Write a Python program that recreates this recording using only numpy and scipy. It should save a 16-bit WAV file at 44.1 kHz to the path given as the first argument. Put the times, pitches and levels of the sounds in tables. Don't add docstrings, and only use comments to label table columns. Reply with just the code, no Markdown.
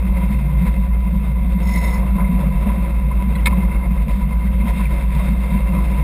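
import sys
import numpy as np
from scipy import signal
from scipy.fft import rfft, irfft, next_fast_len
from scipy.io import wavfile
from scipy.ndimage import uniform_filter1d, map_coordinates

SR = 44100
rng = np.random.default_rng(int(sys.argv[2]) if len(sys.argv) > 2 else 0)


def transcribe(signal):
    frames = np.atleast_2d(signal).T
    limited = np.clip(frames, -1, 1)
    pcm = np.round(limited * 32767).astype(np.int16)
    wavfile.write(sys.argv[1], SR, pcm)


def natural_amplitude(level_db):
    exponent = np.asarray(level_db, float) / 20
    return 10 ** exponent


N = 265923

# (time [s], blade tone level [dB])
PROPELLER_BITE = [(0, -28), (.17, -35), (.32, -36), (.62, -23), (.8, -24), (1.15, -44), (1.36, -78),
                  (1.7, -40), (2.2, -22), (2.45, -25.5), (2.7, -22.5), (3.03, -27.5), (3.22, -38),
                  (3.75, -26), (4.08, -20), (4.65, -30), (5.3, -23.5), (6.03, -37.5)]
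# (pitch [Hz], width [Hz], level [dB])
UPPER_PANELS = [(173, 10.6, -5), (190.9, 8.05, 0), (209.4, 11.8, -9), (243.3, 11, -18.5)]
# (pitch [Hz], width [Hz], level [dB])
LOWER_PANEL = [(146.2, 10.5, 0)]
# (pitch [Hz], width [Hz], level [dB])
KEEL_BOOM = [(40, 15.5, 6.5), (64.3, 10.8, 4.5), (84, 7, -4), (138, 18, -14)]
# (time [s], peak level [dB], length [s])
WAVE_THUDS = [(0.087, -22.5, 0.11), (0.264, -21.5, 0.18), (0.647, -14, 0.05), (0.777, -23, 0.12),
              (1.152, -19.5, 0.13), (1.445, -21.5, 0.086), (1.558, -18.5, 0.053), (1.73, -21, 0.18),
              (1.997, -23, 0.14), (2.178, -15.5, 0.072), (2.318, -17, 0.15), (2.477, -20.5, 0.12),
              (2.68, -17, 0.044), (2.8, -22, 0.074), (3.296, -19.5, 0.1), (3.492, -26, 0.068),
              (3.586, -18.5, 0.14), (3.914, -17, 0.034), (4.215, -23.5, 0.16), (4.487, -24, 0.12),
              (4.635, -15, 0.057), (4.795, -20.5, 0.056), (5.156, -29.5, .1), (5.315, -20, 0.12),
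              (5.55, -15, 0.056), (5.758, -18, 0.095), (5.929, -23.5, 0.041)]
# (time [s], peak level [dB], length [s])
WAVE_FLEXES = [(.33, -26, 0.063), (0.515, -22.5, 0.27), (1.295, -27.5, 0.092), (2.08, -27.5, 0.093),
               (2.47, -24, 0.12), (2.57, -25, .08), (3.055, -24, 0.075), (3.417, -31.5, 0.32),
               (3.993, -26.5, 0.11), (4.277, -28.5, 0.07), (4.626, -42, 0.19), (4.88, -27.5, 0.11),
               (5.195, -25, 0.18), (5.55, -27, 0.049), (5.806, -24.5, 0.073), (6.0, -24, .12)]
# (time [s], wash level [dB])
HULL_FLOW = [(0, -38.5), (1.4, -40), (1.85, -33.5), (2.08, -38), (2.3, -36.5), (2.8, -40), (3.6, -36),
             (4.5, -40), (5, -40), (6.03, -34)]
# (time [s], wash peak level [dB], spray over wash [dB], length [s])
BREAKING_CRESTS = [(0.193, -36.5, -7, 0.14), (0.34, -45, 0.5, 0.13), (0.665, -38, -4, 0.14),
                   (1.27, -45.5, -7, 0.1), (2.016, -36, -21.5, 0.19), (2.21, -31.5, -18, 0.072),
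                   (2.42, -34, -13, 0.12), (2.694, -32.5, -11.5, 0.18), (2.88, -37, -9.5, 0.17),
                   (3.21, -39, -11, 0.17), (3.51, -31, -14.5, 0.042), (3.607, -39, -7.5, .14),
                   (3.746, -45, -6, 0.13), (4.125, -38.5, -6.5, 0.053), (4.412, -44, -4, 0.36),
                   (4.68, -35, -5.5, 0.14), (4.808, -38.5, -0.5, 0.093), (4.962, -35.5, -5.5, 0.12),
                   (5.22, -38.5, -2, 0.19), (5.435, -42, -2, .08), (5.549, -36, -3.5, 0.071),
                   (5.737, -36, -9.5, 0.17)]
# (pitch [Hz], level [dB])
CASE_WALL = [(150, -3), (260, -3.5), (400, -12), (850, -13), (1200, -10.5), (1700, -11.5), (2600, -7),
             (2900, -20), (3200, -16), (4200, -23), (5300, -28.5), (5950, -38.5), (6050, -38)]
# (pitch [Hz], width [Hz], lift over the wall's slope [dB])
CASE_RINGING = [(330, 13, 10.5), (537.3, 58, 15.5), (700, 25, 10.5), (992.4, 30, 19.5), (2103, 55, 14.5),
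                (2687, 41, 7), (3690, 120, 8.5), (5280, 200, 2.5)]
# (time [s], groan level [dB], squeal over groan [dB], length [s])
SHEET_HAULS = [
    (1.695, -36, -16, .05),
    (1.765, -31, -16, .06),
    (1.865, -31.5, -21, .08),
    (1.95, -38, -15, .045),
]
# (pitch [Hz], width [Hz], level [dB])
WINCH_DRUM = [(980, 70, -3), (2025, 55, 2), (2085, 60, 0), (2200, 90, -5), (3670, 140, -11),
              (4080, 300, -14)]
# (time [s], peak level [dB], thump level [dB], brightness [dB])
PAWL_KNOCKS = [
    (3.4576, -7.5, -14, -1),
    (3.4678, -6, -7, -8),
    (3.477, -15, -2, -16),
]
# (pitch [Hz], level [dB], time to fade 60 dB [s])
PAWL_RINGING = [(1300, -14, .03), (1771, -10, .035), (2175, 0, .04), (2428, -8, .03), (2611, -12, .03),
                (3100, -12, .022), (3400, -9, .022), (3688, -2, .024), (4050, -7, .022), (4420, -16, .018),
                (5308, -18, .018)]
# (time [s], peak level [dB], pitch [Hz])
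GEAR_TAPS = [(1.655, -27, 947), (1.692, -24.5, 980), (2.025, -22, 995), (2.203, -26.5, 2090),
             (2.243, -24.5, 2100), (3.111, -26.5, 1002), (3.353, -27.5, 1990), (3.354, -33, 3960),
             (3.355, -34, 3340), (3.36, -35, 1500), (3.364, -26.5, 500), (3.366, -28.5, 1030),
             (3.382, -32, 2680), (3.391, -30.5, 2030), (3.498, -39, 2620), (3.522, -29, 2160),
             (3.525, -20, 1000), (3.718, -27, 2080), (3.758, -28, 2160), (4.703, -37, 1010),
             (4.779, -35.5, 3700), (4.795, -26, 994), (4.853, -23, 2330), (4.866, -25, 2060),
             (5.16, -27, 964), (5.201, -25.5, 1115), (5.203, -27, 593), (5.76, -23.5, 1004),
             (5.785, -22, 990)]


def unit(x):
    return x / np.sqrt(np.mean(x ** 2) + 1e-20)


def even(x, seconds):
    power = np.abs(uniform_filter1d(x ** 2, int(seconds * SR)))
    return unit(x / np.sqrt(power + 1e-12))


def curve(rows):
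    s, values = np.transpose(rows)
    return np.interp(np.arange(N) / SR, s, values)


def swells(s, peak_db, length_s, rest_db):
    t = np.arange(0, N + 64, 64) / SR
    bells = natural_amplitude(2 * np.asarray(peak_db)) * np.exp(-(2 * (t[:, None] - s) / length_s) ** 2)
    swell_power = np.interp(np.arange(N) / SR, t, bells.sum(axis=1))
    return 10 * np.log10(natural_amplitude(2 * rest_db) + swell_power)


def wobble(rate):
    knots = rng.standard_normal(int(N * rate / SR) + 4)
    return map_coordinates(knots, [np.arange(N) * rate / SR])


def filtered(x, response):
    m = 2 * next_fast_len(N // 2 + SR // 4)
    return irfft(rfft(x, m) * response(np.fft.rfftfreq(m, 1 / SR)), m)[:N]


def modes(table):
    def response(f):
        total = 0
        for k, (hz, width, db) in enumerate(table):
            total = total + (-1) ** k * natural_amplitude(db) * 1j * f * width / (hz * hz - f * f + 1j * f * width)
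        return total
    return response


def tone(cycles, drift):
    return np.sqrt(2) * np.cos(2 * np.pi * (cycles + drift))


def thud_level():
    return swells(*np.transpose(WAVE_THUDS), rest_db=-27.5)


def engine():
    crank_hz, first_firing_s = 38.25, .0122
    free_db, hum_dip_db, full_bite_db = -15, 4, -17.5
    thud_dip_db, hard_thud_db = 2.5, -14.5
    bite = natural_amplitude(curve(PROPELLER_BITE) - full_bite_db)
    thuds = uniform_filter1d(natural_amplitude(thud_level() - hard_thud_db), SR // 10)
    fire_db = free_db - hum_dip_db * bite - thud_dip_db * thuds
    turns = crank_hz * (np.arange(N) / SR - first_firing_s)
    firing = natural_amplitude(fire_db + .4 * wobble(9)) * tone(3 * turns / 2, .012 * wobble(6))
    crank = natural_amplitude(-38.0 + 5.0 * wobble(4.2)) * tone(turns, 0.039 * wobble(7.5))
    return firing + crank


def propeller():
    blade_hz, first_pass_s = 48.91, .0143
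    passes = blade_hz * (np.arange(N) / SR - first_pass_s)
    return natural_amplitude(curve(PROPELLER_BITE) + .6) * tone(passes, .035 * wobble(3))


def shaken(table, top_hz):
    def response(f):
        return modes(table)(f) / (1 + (f / top_hz) ** 4) / (1 + (30 / (f + 1)) ** 4)
    return filtered(rng.standard_normal(N), response)


def hull():
    flex_db = swells(*np.transpose(WAVE_FLEXES), rest_db=-33)
    upper = natural_amplitude(thud_level() - 0.98) * even(shaken(UPPER_PANELS, top_hz=294), 0.086)
    lower_ring = filtered(shaken(LOWER_PANEL, top_hz=202), modes(LOWER_PANEL))
    lower = natural_amplitude(flex_db - 1.0) * even(lower_ring, 0.13)
    keel = natural_amplitude(-26) * unit(shaken(KEEL_BOOM, top_hz=150))
    return upper + lower + keel


def case(f):
    hz, db = np.transpose(CASE_WALL)
    power = 1
    for pitch, width, lift_db in CASE_RINGING:
        power = power + natural_amplitude(2 * lift_db) / (1 + (2 * (f - pitch) / width) ** 2)
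    wall_db = np.interp(np.log(f + 1), np.log(hz), db, left=-120, right=-120)
    return natural_amplitude(wall_db) * np.sqrt(power)


def wash():
    flow_db = curve(HULL_FLOW)
    s, crest_db, over_db, length_s = np.transpose(BREAKING_CRESTS)
    wash_db = swells(s, crest_db, length_s, flow_db)
    spray_db = swells(s, crest_db + over_db, length_s, flow_db - 7.5)

    spectrum = signal.stft(rng.standard_normal(N), nperseg=512)[2]
    patches = uniform_filter1d(rng.standard_normal(spectrum.shape), 8, 0)
    patches = uniform_filter1d(patches, 8, 1)
    hiss = signal.istft(spectrum * natural_amplitude(1.27 * unit(patches)), nperseg=512)[1][:N]

    drops_per_s = 400
    size_db = np.minimum(13.5 * rng.exponential(size=N), 14)
    drops = (rng.random(N) < drops_per_s / SR) * natural_amplitude(size_db) * rng.standard_normal(N)

    flutter = natural_amplitude(0.29 * wobble(24) + 1.24 * wobble(40))
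    water = filtered((unit(hiss) + 0.4 * unit(drops)) * flutter, case)
    low = filtered(water, lambda f: 1 / (1 + (f / 1350) ** 8))
    spray = water - low
    return natural_amplitude(wash_db + 1.0) * even(low, 0.14) + natural_amplitude(spray_db + 2.0) * even(spray, 0.12)


def sheet():
    haul_start_s, haul_end_s = 1.63, 1.985
    t = np.arange(N) / SR
    touching = (t > haul_start_s) & (t < haul_end_s)
    slips = rng.standard_normal(N) * natural_amplitude(2.3 * wobble(90))
    s, pull_db, over_db, length_s = np.transpose(SHEET_HAULS)
    groan_db = swells(s, pull_db, length_s, rest_db=-48)
    squeal_db = swells(s, pull_db + over_db, length_s, rest_db=-58)

    groan = filtered(slips, lambda f: modes(WINCH_DRUM)(f) ** 2)
    squeal = even(filtered(slips, lambda f: modes([(5278, 80, 0)])(f) ** 2), .06)
    pulses = .3 + np.cos(np.pi * (52 * t + .3 * wobble(25))) ** 2
    scrape = unit(filtered(slips, modes([(4500, 2000, -1)])))
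    squeal = unit(squeal * pulses) + .8 * scrape
    return touching * (natural_amplitude(groan_db + 1.5) * even(groan, .03) + natural_amplitude(squeal_db + 3.5) * squeal)


def snaps():
    out, cracks = np.zeros(N + SR), np.zeros(N + SR)
    t = np.arange(SR // 8) / SR
    onset = (1 - np.exp(-t / .003)) ** 1.5
    damping = np.exp(-(t / .011) ** 4)
    for s, db, thump_db, bright_db in PAWL_KNOCKS:
        ring = 0
        for hz, level, t60 in PAWL_RINGING:
            level_db = level + bright_db * (hz > 3000) + rng.normal(0, 0.67)
            ring = ring + natural_amplitude(level_db - 60 * t / t60) * np.sin(2 * np.pi * (hz * t + rng.random()))
        thump = natural_amplitude(thump_db - 60 * t / .045) * np.sin(2 * np.pi * 1000 * t)
        start = round(s * SR)
        out[start:][:len(t)] += natural_amplitude(db + 5) * (ring + thump) * onset * damping
        cracks[start:][:len(t)] += natural_amplitude(db - 60 * t / .035) * rng.standard_normal(len(t))
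    crack_body = modes([(1050, 500, 0), (3330, 2000, -2.5), (5230, 900, -7.5)])
    return out[:N] + natural_amplitude(-7) * filtered(cracks[:N], crack_body)


def taps():
    out, t = np.zeros(N + SR), np.arange(SR // 8) / SR
    for s, db, hz in GEAR_TAPS:
        t60 = 0.057 * (1000 / hz) ** 0.52
        pair = np.sin(2 * np.pi * hz * t)
        pair = pair + .5 * np.sin(2 * np.pi * (1.07 * hz * t + rng.random()))
        tap = natural_amplitude(db + 4 - 60 * t / t60) * pair * (1 - np.exp(-t / 0.0036))
        out[round(s * SR):][:len(t)] += tap
    return out[:N]


def scene():
    return (engine() + propeller() + hull() + wash() + sheet() + snaps() + taps())[None]


def band_limit(x):
    return signal.sosfilt(signal.butter(12, 15640, fs=SR, output="sos"), x)


def record(dry):
    power = dry[0] ** 2
    keep = np.exp(-1 / (0.019 * SR))
    fast = signal.lfilter([1 - keep], [1, -keep], power, zi=[power.mean() * keep])[0]
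    slow = np.abs(uniform_filter1d(power, SR // 4))
    levelled = dry[0] * ((slow + 1e-9) / (fast + 1e-9)) ** .19
    coarse = signal.resample(levelled, N * 12000 // SR)
    held = signal.resample(np.repeat(coarse, 4), N)
    held = filtered(held, lambda f: f < 15290)
    return band_limit(held[None])


dry = scene()
out = record(dry)
transcribe(out)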